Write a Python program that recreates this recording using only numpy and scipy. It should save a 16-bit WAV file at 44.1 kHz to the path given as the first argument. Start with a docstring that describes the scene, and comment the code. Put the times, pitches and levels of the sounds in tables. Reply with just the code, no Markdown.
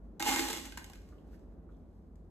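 """A handful of hard grains is tipped into a hollow plastic bottle in a bare room. Each impact is
a short broadband pulse that excites the modes of the shell and of the enclosed air; the growing
heap damps the shell, and a few stragglers drop and bounce. Fingers then brush and tap the
plastic faintly, over a dull rustle of arms and a low background rumble."""
import sys
import numpy as np
from scipy import signal
from scipy.fft import rfft, irfft, next_fast_len
from scipy.io import wavfile
from scipy.ndimage import map_coordinates

SR = 44100
rng = np.random.default_rng(int(sys.argv[2]) if len(sys.argv) > 2 else 0)


def inscribe(sig):
    """Save sig as 16-bit PCM at rate SR to the path in sys.argv[1].

    A 1-D sig is mono; a 2-D sig holds one channel per row.
    Samples are clipped to [-1, 1] before scaling.
    """
    pcm = np.round(np.clip(np.atleast_2d(sig).T, -1, 1) * 32767)
    wavfile.write(sys.argv[1], SR, pcm.astype(np.int16))


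N = 101429
TOP_HZ = 15700


def amp(db):
    """Amplitude ratio of a level in decibels."""
    return 10 ** (np.asarray(db) / 20)


def unit(x):
    """Normalisation to rms 1."""
    return x / np.sqrt(np.mean(x ** 2) + 1e-20)


def along(points, hz):
    """Interpolation of (frequency, value) points on a log frequency axis."""
    freqs, values = np.transpose(points)
    return np.interp(np.log(hz + 1), np.log(freqs + 1), values)


def curve(points):
    """Linear interpolation of (time, value) points at every sample."""
    return np.interp(np.arange(N) / SR, *np.transpose(points))


def wobble(rate):
    """Slow random modulation: a spline through `rate` knots a second."""
    return map_coordinates(rng.standard_normal(N // 100), [np.arange(N) * rate / SR], mode="mirror")


def filtered(x, response):
    """Linear filtering: the spectrum times a complex frequency response."""
    size = 2 * next_fast_len(N // 2 + 4096)
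    return irfft(rfft(x, size) * response(np.fft.rfftfreq(size, 1 / SR)), size)[..., :x.shape[-1]]


def colour(x, points):
    """Minimum-phase filtering by (frequency, gain) points: a folded cepstrum makes it causal."""
    def response(hz):
        cepstrum = irfft(np.log(amp(along(points, hz))))
        half = len(cepstrum) // 2
        cepstrum[1:half] *= 2
        cepstrum[half + 1:] = 0
        return np.exp(rfft(cepstrum))
    return filtered(x, response)


def resonate(x, modes):
    """Modal superposition: x drives damped second-order resonators in parallel."""
    return filtered(x, lambda f: sum(amp(db) * 1j * f * width / (hz * hz - f * f + 1j * f * width)
                                     for hz, width, db in modes))


def pair(x, correlation):
    """Partial coherence: two independent signals mix as mid and side to a left-right correlation."""
    def weights(hz):
        angle = np.arccos(np.clip(along(correlation, hz), -1, 1)) / 2
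        return np.array([np.cos(angle), np.sin(angle)])
    mid, side = filtered(x, weights)
    return np.array([mid + side, mid - side])


# Spectrum of the rumble (frequency [Hz], relative level [dB])
RUMBLE_SPECTRUM = [(15, -44), (28, -19.5), (38, -7), (50, -0.5), (85, -5), (122, -23.5), (160, -13),
                   (220, -10.5), (300, -16), (430, -22), (650, -28), (1400, -42.5), (2500, -58.5),
                   (6000, -66), (13000, -66), (15000, -74.5)]
# Coherence of the rumble (frequency [Hz], left-right correlation [-])
RUMBLE_COHERENCE = [(50, 0.97), (150, 0.9), (400, 0.92), (1200, 0.33), (3000, .2), (10000, 0.15)]
# Partials of a distant drone (frequency [Hz], level [dB])
DRONE_PARTIALS = [(49, -56.5), (158, -67)]

def background(rumble_db=-54):
    """Low-frequency noise, with a drone that wavers by amplitude and phase modulation."""
    t = np.arange(N) / SR
    rumble = unit(pair(colour(rng.standard_normal((2, N)), RUMBLE_SPECTRUM), RUMBLE_COHERENCE))
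    drone = sum(amp(db + 2 * wobble(12)) * np.sqrt(2) * np.sin(2 * np.pi * hz * t + 0.66 * wobble(7))
                for hz, db in DRONE_PARTIALS)
    return amp(rumble_db) * rumble + drone


# Decay of the bare room (frequency [Hz], reverberation time T60 [s])
ROOM_T60 = [(200, 0.5), (800, 0.41), (2000, .6), (4000, .65), (8000, 0.49), (14000, .4)]
# Coherence of the reverberant field (frequency [Hz], left-right correlation [-])
ROOM_COHERENCE = [(200, .75), (350, 0.088), (800, .85), (1300, .45), (2500, -.2), (4500, 0.28),
                  (7000, 0.78), (13000, .4)]

def room(x):
    """Reverberation: convolution with a noise tail that decays exponentially, each band at its rate."""
    hz, t, bands = signal.stft(rng.standard_normal((2, SR)), SR, nperseg=256)
    decay = amp(-60 * t / along(ROOM_T60, hz)[:, None])
    tail = pair(signal.istft(bands * decay, SR, nperseg=256)[1], ROOM_COHERENCE)
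    tail = np.pad(tail / np.linalg.norm(tail[0]), ((0, 0), (SR // 400, 0)))  # 2.5 ms pre-delay
    return signal.fftconvolve(x[None], tail, axes=1)[:, :N]


# Envelope of the arm rustle (time [s], level [dB])
ARM_ENVELOPE = [(0, -61.5), (.6, -61), (1.0, -64.5), (1.2, -60), (1.5, -61), (1.75, -62), (1.95, -69.5),
                (2.3, -69.5)]
# Spectrum of the arm rustle (frequency [Hz], relative level [dB])
ARM_SPECTRUM = [(120, -29.5), (220, 3), (330, -2.5), (600, -11.5), (1500, -31), (3000, -47), (8000, -69)]

def arms():
    """Amplitude-modulated low noise: the dull rustle of moving arms."""
    return amp(curve(ARM_ENVELOPE)) * unit(colour(rng.standard_normal((2, N)), ARM_SPECTRUM))


WALL_T60_S, TICK_RISE_S = .035, 0.00044
ECHO_WEIGHT, ECHO_T60_S = 3, .028
SNAP_WEIGHT, SNAP_T60_S = 8.6, 0.0045

def ticks(count, samples=1024, modes=10):
    """Impulse responses of unit energy, one a contact: local wall modes, inner echoes and a snap."""
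    t = np.arange(samples) / SR
    hz = rng.uniform(0, TOP_HZ, (count, modes))
    phase = (2 * np.pi * hz[..., None] * t).astype(np.float32)
    wall = np.cos(phase).sum(1) * amp(-60 * t / WALL_T60_S)
    echoes = ECHO_WEIGHT * rng.standard_normal((count, samples)) * amp(-60 * t / ECHO_T60_S)
    snap = SNAP_WEIGHT * rng.standard_normal((count, samples)) * amp(-60 * t / SNAP_T60_S)
    pulses = (wall + echoes + snap) * (1 - np.exp(-t / TICK_RISE_S))
    return pulses / np.linalg.norm(pulses, axis=1, keepdims=True)


def place(times, gains, pulses):
    """Superposition of pulses, each at its own time and gain."""
    at = np.round(times * SR).astype(int)[:, None] + np.arange(pulses.shape[1])
    return np.bincount(at.ravel(), (gains[:, None] * pulses).ravel(), N)[:N]


# Spectral shaping of a contact on the wall (frequency [Hz], gain [dB])
TICK_SPECTRUM = [(120, -31), (200, -16), (300, -5), (600, -1.5), (1000, 0.5), (2000, 1), (3000, 2.5),
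                 (4200, 2), (5200, 0.5), (7500, 2), (9500, -5.5), (12000, -4), (13800, -9), (15200, -31.5)]
# Spectral shaping of the ringing, thinned below 200 Hz and above 4 kHz (frequency [Hz], gain [dB])
RING_SPECTRUM = [(130, -28), (215, 0), (3500, 0.5), (12000, -17)]

def bottle(times, gains, rings):
    """Impact excitation: contacts tick and drive each (modes, dB per contact); two sides radiate."""
    def side():
        pulses = ticks(len(times))
        ringing = np.zeros(N)
        for modes, drive_db in rings:
            ringing += resonate(place(times, gains * amp(drive_db), pulses), modes)
        return colour(place(times, gains, pulses), TICK_SPECTRUM) + colour(ringing, RING_SPECTRUM)
    return np.array([side(), side()])


# Envelope of skin sliding on plastic (time [s], level [dB])
BRUSH_ENVELOPE = [(0, -90), (.08, -87), (.13, -91), (.19, -90), (.3, -82), (.95, -78), (1.08, -78.5),
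                  (1.2, -82), (1.35, -76.5), (1.43, -89), (1.66, -93), (1.72, -86), (1.85, -93),
                  (1.98, -86.5), (2.1, -91.5), (2.3, -91)]
# Spectrum of that friction (frequency [Hz], relative level [dB])
BRUSH_SPECTRUM = [(300, -7.5), (1500, 7.5), (3500, 0), (5000, 2), (7500, -3), (12000, -2.5), (15000, -10)]
# Fingertip impacts, the two 3400 Hz rows near 1.72 s a brief scrape played alike (time [s], relative level
# [dB], centre frequency [Hz])
FINGER_TAPS = [(1.124, -52.5, 1234), (1.18, -67.5, 3000), (1.268, -55.5, 795), (1.331, -63, 1580),
               (1.341, -63.5, 1620), (1.69, -58.5, 1330), (1.718, -77, 3400), (1.745, -77, 3400)]
# Fingernail impacts (time [s], relative level [dB])
NAIL_TICKS = [(1.393, -78), (1.767, -83.5), (2.156, -75)]
TAP_T60_S, TAP_RISE_S, TAP_RELATIVE_WIDTH = 0.031, 0.0052, 0.21

def fingers():
    """Friction and light impact: skin brushes, soft taps ring a damped band, nails tick sharply."""
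    brush = unit(colour(rng.standard_normal((2, N)), BRUSH_SPECTRUM))
    skin = amp(curve(BRUSH_ENVELOPE) + 2.5 * wobble(40)) * brush
    for start, db, hz in FINGER_TAPS:
        age = np.maximum(np.arange(N) / SR - start, 0)
        mode = [(hz, TAP_RELATIVE_WIDTH * hz, 0)]
        ring = unit(resonate(resonate(rng.standard_normal((2, N)), mode), mode))
        skin += 2 * amp(db - 60 * age / TAP_T60_S) * (1 - np.exp(-age / TAP_RISE_S)) * ring
    nail_times, nail_db = np.transpose(NAIL_TICKS)
    return skin + bottle(nail_times, 20 * amp(nail_db), rings=[])


# Modes of the plastic shell (frequency [Hz], bandwidth [Hz], gain [dB])
SHELL_MODES = [(833.3, 16, 20.5), (863.6, 12, 13), (906, 30, 4), (1060, 50, -2.5), (1270, 21, 1),
               (1538, 44, 0), (1902, 36, 5.5), (2127, 35, 9), (2438, 29, 3.5), (2903, 60, 7)]
# Modes of the enclosed air (frequency [Hz], bandwidth [Hz], gain [dB])
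AIR_MODES = [(211.6, 16, 8.5), (272.2, 7.1, 24), (324, 24, 19), (443.4, 12, 7.5), (512, 12, 1),
             (586.6, 21, 4)]
# Modes of bare wall struck hard (frequency [Hz], bandwidth [Hz], gain [dB])
KNOCK_MODES = [(330, 50, -3), (860, 110, -1), (1540, 90, 7), (2000, 120, 0.5)]
# Grains that stand out (time [s], relative level [dB], shell and air drive [dB], knock drive [dB])
SINGLE_GRAINS = [(.1965, -44, -5.5, -15), (.2045, -41.5, -5, -8), (.2245, -32.5, -10.5, -16),
                 (.2627, -39.5, 5, -1), (.293, -40, 7.5, 2.5), (.3235, -37, -6, -1.5),
                 (.3605, -35.5, -5, -4), (.393, -32.5, -5, -5), (.485, -38.5, -5, -7.5),
                 (.502, -40, -6.5, -10.5), (.5295, -37.5, -5.5, 5), (.654, -47.5, -6, -6),
                 (.722, -52, -3.5, 10), (.7735, -43, -1, 5), (.7765, -47, -4, 5), (.8425, -49.5, -6.5, -4),
                 (.8985, -55, -1, -13), (.9335, -54, -6, -26), (.956, -61, -5, -19), (1.018, -71, -10, -11),
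                 (1.088, -70.5, -13, -10)]
FIRST_FLIGHT_S, RESTITUTION, BOUNCE_LOSS_DB = .017, .7, 10.5

def bouncing_grains(contacts=3):
    """Inelastic rebound: each flight of a single grain is shorter and each impact weaker."""
    starts, db, ring_db, knock_db = np.transpose(SINGLE_GRAINS)
    bounce = np.arange(contacts)
    first_flight = FIRST_FLIGHT_S * rng.uniform(.6, 1.4, (len(starts), 1))
    shrink = RESTITUTION ** bounce
    times = starts[:, None] + first_flight * (np.cumsum(shrink) - shrink)
    gains = 20 * amp(db[:, None] - BOUNCE_LOSS_DB * bounce)
    rings = [(list(SHELL_MODES) + list(AIR_MODES), np.repeat(ring_db, contacts)),
             (KNOCK_MODES, np.repeat(knock_db, contacts))]
    return bottle(times.ravel(), gains.ravel(), rings)


# Envelope of the clatter as the grains flow (time [s], relative level [dB])
POUR_ENVELOPE = [(.196, -42.5), (.215, -44), (.25, -40), (.264, -33), (.295, -30), (.312, -36), (.328, -33),
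                 (.372, -36), (.392, -32), (.415, -37.5), (.465, -41), (.485, -39), (.55, -44), (.585, -46),
                 (.625, -54), (.66, -51), (.70, -65), (.76, -73.5)]
PEAK_HITS_PER_S, RATE_EXPONENT, SCATTER_DB = 1200, .5, 3.5
SHELL_DB, SHELL_FALL_DB_PER_S = 2, 17
AIR_DB, AIR_RISE_DB_PER_S = -4, 11  # relative to the clatter

def pour():
    """Shot noise: more flow brings more and harder impacts; the heap mutes the shell, the air rings on."""
    t, level_db = np.arange(N) / SR, curve(POUR_ENVELOPE)
    start, end = POUR_ENVELOPE[0][0], POUR_ENVELOPE[-1][0]
    rate = PEAK_HITS_PER_S * amp(RATE_EXPONENT * (level_db - level_db.max()))
    hits_so_far = np.cumsum(rate * (t > start) * (t < end)) / SR
    jitter, size_draw = rng.random((int(hits_so_far[-1]), 2)).T
    at = np.searchsorted(hits_so_far, np.arange(len(jitter)) + jitter)
    size = unit(amp(-SCATTER_DB * np.log(np.maximum(size_draw, .03))))  # many small, a few large
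    gains = size * amp(level_db[at]) * np.sqrt(SR / rate[at])  # incoherent impacts add in power
    age = t[at] - start
    rings = [(SHELL_MODES, SHELL_DB - SHELL_FALL_DB_PER_S * age),
             (AIR_MODES, AIR_DB + AIR_RISE_DB_PER_S * age)]
    return bottle(t[at], gains, rings)


# Coherence of the unevenly radiating shell (frequency [Hz], left-right correlation [-])
DIRECT_COHERENCE = [(200, 0.97), (1500, .9), (2700, 0.54), (4300, .65), (6500, 0.78), (13000, .9)]
# Phase difference between the channels (frequency [Hz], lead of the left [rad])
PHASE_LEAD = [(100, 0), (300, -0.72), (700, 1), (1500, .2), (2300, 1.34), (3000, 1.74), (3800, 0.3),
              (4700, 3), (5800, 4.5), (6500, 7), (7500, 6.5), (8500, 7.5), (9600, 9), (11000, 11),
              (11800, 12), (13000, 12), (14300, 16.5)]
# Level difference between the channels (frequency [Hz], left minus right [dB])
LEVEL_DIFFERENCE = [(60, 1), (250, -5), (800, -1), (1600, -1), (2200, -2.5), (4000, -0.5), (6000, 0)]

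def scene(room_db=-5):
    """Direct and reverberant fields add, and reach left and right with unequal phase and level."""
    def left_right(hz):
        log_ratio = 1j * along(PHASE_LEAD, hz) + np.log(amp(along(LEVEL_DIFFERENCE, hz)))
        return np.exp(np.array([[.5], [-.5]]) * log_ratio)
    ambience = background()
    direct = arms() + fingers() + bouncing_grains() + pour()
    field = pair(direct, DIRECT_COHERENCE) + amp(room_db) * room(direct[0])
    return filtered(field, left_right) + ambience


def record(dry):
    """Band limiting: an ideal low-pass filter at TOP_HZ."""
    return filtered(dry, lambda hz: hz < TOP_HZ)


dry = scene()
out = record(dry)
inscribe(out)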